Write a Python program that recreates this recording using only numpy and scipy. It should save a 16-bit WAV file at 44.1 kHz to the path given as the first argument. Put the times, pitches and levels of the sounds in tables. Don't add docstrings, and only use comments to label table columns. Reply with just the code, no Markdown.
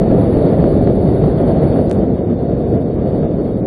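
import sys
import numpy as np
from scipy import signal
from scipy.fft import rfft, irfft, next_fast_len
from scipy.io import wavfile
from scipy.ndimage import uniform_filter1d, map_coordinates

SR = 44100
rng = np.random.default_rng(int(sys.argv[2]) if len(sys.argv) > 2 else 0)


def unload_audio(sound):
    columns = np.transpose(np.atleast_2d(sound))
    steps = np.round(np.clip(columns, -1, 1) * 32767)
    wavfile.write(sys.argv[1], SR, steps.astype(np.int16))


def gain_from_decibels(decibels):
    exponent = np.asarray(decibels, float) / 20
    return 10 ** exponent


N = 161406

# (time [s], strength [dB], heave of the large eddies [dB])
AIRFLOW = [(0.029, -31, 0), (.3, -29, -.5), (0.44, -29.5, -1), (0.77, -31.5, 0), (1.14, -33, 1.5),
           (1.35, -30.5, -1), (1.57, -30, -2), (1.721, -29.5, -1.5), (1.85, -34.5, 0), (2.13, -38, 1),
           (2.419, -40, -0.5), (2.69, -37, 0), (2.85, -38.5, 0.5), (3.06, -37, 0.5), (3.47, -41, -0.5),
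           (3.63, -43.5, 0)]
# (frequency [Hz], density [dB per Hz])
DRUM_COLOUR = [(20, -24), (45, -6.5), (90, -4), (150, -0.5), (300, -3), (500, -6.5), (690, -12.5),
               (1000, -39)]
# (frequency [Hz], density [dB per Hz])
HISS_COLOUR = [(500, -23.5), (800, 2), (1100, -2.5), (1600, -9.5), (2100, -13.5), (2600, -21.5),
               (3100, -22), (6000, -63)]
# (frequency [Hz], width [Hz], level [dB])
CAVITIES = [(3588, 630, 5), (4443, 490, 3), (10380, 2400, -1.5)]
# (time [s], inward depth [full scale], width
# [ms])
SLAMS = [
    (0.0, -.3, .6),
    (0.1155, 1.08, .6),
    (0.3715, 1.06, .6),
    (0.6415, 1.34, .57),
    (0.8747, 1.23, .57),
    (3.66, .35, .6),
]

DRUM_DB, HISS_DB, CAVITY_DB = 22, -5, -20.5
DRUM_GROWS, HISS_GROWS, CAVITY_GROWS = 0.48, 0.78, 0.7
EDGE_HZ, EDGE_GROWS = 520, 0.3
SLAM_HUSH_MS = 1.9
NOTCH_HZ, NOTCH_WIDE_HZ, NOTCH_DEPTH = 3990, 129, 0.46
SKIP_S, SKIP_STEP, SKIP_MS = 1.91334, -0.3, 0.8
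FULL, HARD = 1.0, 30
TOP_HZ = 10560
STEP_DB, STEP_FOLLOWS, STEP_SCATTER_DB = -29, 0.77, 1.7
HOP, GRID, LEAD = 1024, 43, 16


def unit(x):
    return x / np.sqrt(np.mean(x ** 2) + 1e-20)


def wobble(rate):
    knots = rng.standard_normal(int(N * 40 / SR) + 4)
    return map_coordinates(knots, [np.arange(N) * min(rate, 40) / SR])


def filtered(x, response):
    m = next_fast_len(N + 8192)
    return irfft(rfft(x, m) * response(np.fft.rfftfreq(m, 1 / SR)), m)[:N]


def coloured(points):
    f, db = np.transpose(points)
    return lambda hz: gain_from_decibels(np.interp(np.log(hz + 1), np.log(f + 1), db, left=db[0] - 10, right=-120))


def rush(response, patchy_db):
    z = signal.stft(rng.standard_normal(N), nperseg=512)[2]
    field = uniform_filter1d(rng.standard_normal(z.shape), size=5, axis=0)
    field = uniform_filter1d(field, size=10, axis=1)
    noise = signal.istft(z * gain_from_decibels(patchy_db * unit(field)), nperseg=512)[1][:N]
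    return unit(filtered(noise, response))


def round_off(x, top, hard):
    return x / (1 + np.abs(x / top) ** hard) ** (1 / hard)


def drumming(gust_db, heave_db, eddy, flutter):
    level_db = DRUM_DB + DRUM_GROWS * gust_db + 0.66 * eddy + heave_db + 0.82 * flutter
    drum = gain_from_decibels(level_db) * rush(coloured(DRUM_COLOUR), patchy_db=0.53)
    edge = filtered(drum, lambda hz: 1 / (1 + (EDGE_HZ / (hz + 1)) ** 6))
    return drum + edge * (gain_from_decibels(EDGE_GROWS * gust_db - 0.73 * heave_db) - 1)


def slammed(drum):
    t_ms = np.arange(N) / SR * 1000
    keep, push = 1, 0
    for s, depth, width_ms in SLAMS:
        since_ms = t_ms - s * 1000
        u = since_ms / width_ms
        push = push - depth * (1 - 0.5 * u ** 2) * np.exp(-u ** 2 / 2)
        keep = keep * (1 - np.exp(-(since_ms / SLAM_HUSH_MS) ** 4))
    return drum * keep + push


def hiss(gust_db, eddy, flutter):
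    level_db = HISS_DB + HISS_GROWS * gust_db + 0.54 * eddy + 0.97 * flutter
    return gain_from_decibels(level_db) * rush(coloured(HISS_COLOUR), patchy_db=0.26)


def cavity_ring(gust_db, eddy, flutter):
    def hollow(f):
        return sum(gain_from_decibels(db) * (f * w / np.abs(c * c - f * f + 1j * f * w)) ** 2 for c, w, db in CAVITIES)

    level_db = CAVITY_DB + CAVITY_GROWS * gust_db + 0.85 * wobble(5.4) + 0.36 * eddy + 0.43 * flutter
    return gain_from_decibels(level_db) * rush(hollow, patchy_db=1.43)


def side_pocket(leak):
    return filtered(leak, lambda hz: 1 - NOTCH_DEPTH * np.exp(-((hz - NOTCH_HZ) / NOTCH_WIDE_HZ) ** 2))


def scene():
    s, strength_db, heave = np.transpose(AIRFLOW)
    t = np.arange(N) / SR
    mean_db = strength_db.mean()
    gust_db = np.interp(t, s, strength_db) - mean_db
    heave_db = np.interp(t, s, heave)
    eddy, flutter = wobble(12), wobble(30)
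    drum = round_off(gain_from_decibels(mean_db) * drumming(gust_db, heave_db, eddy, flutter), 0.92, 12)
    leak = gain_from_decibels(mean_db) * (hiss(gust_db, eddy, flutter) + cavity_ring(gust_db, eddy, flutter))
    return (slammed(drum) + side_pocket(leak))[None]


def skip():
    t = np.arange(N) / SR - SKIP_S
    return SKIP_STEP * np.sign(t) / 2 * np.exp(-np.abs(t) * 1000 / SKIP_MS)


def thinned(x):
    v = signal.resample_poly(np.pad(x, 441 * LEAD, "reflect"), 320, 441)[GRID:]
    frames = np.lib.stride_tricks.sliding_window_view(v, 2 * HOP)[::HOP]
    n = np.arange(2 * HOP) + 0.5
    k = np.arange(int(TOP_HZ / 16000 * HOP)) + 0.5
    window = np.sin(np.pi * n / HOP / 2)
    basis = np.sqrt(2 / HOP) * window * np.cos(np.pi / HOP * np.outer(k, n + HOP / 2))
    z = frames @ basis.T
    loud_db = 10 * np.log10(np.sum(z ** 2, axis=1) / HOP)
    step_db = STEP_DB + STEP_FOLLOWS * loud_db + STEP_SCATTER_DB * rng.standard_normal(len(z))
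    step = gain_from_decibels(step_db)[:, None]
    z = np.sign(z) * step * np.floor((np.abs(z) / step) ** 0.75 + 0.4054) ** (4 / 3)
    halves = (z @ basis).reshape(len(z), 2, HOP)
    overlapped = (halves[1:, 0] + halves[:-1, 1]).ravel()
    v = np.r_[np.zeros(GRID + HOP), overlapped]
    return signal.resample_poly(v, 441, 320, window=("kaiser", 14))[441 * LEAD:][:N]


def roll_off(x):
    return signal.sosfilt(signal.butter(12, 12590, fs=SR, output="sos"), x)


def record(dry):
    overloaded = round_off(dry[0], FULL, HARD)
    stored = thinned(overloaded + skip())
    return roll_off(np.clip(stored, -FULL, FULL)[None])


dry = scene()
out = record(dry)
unload_audio(out)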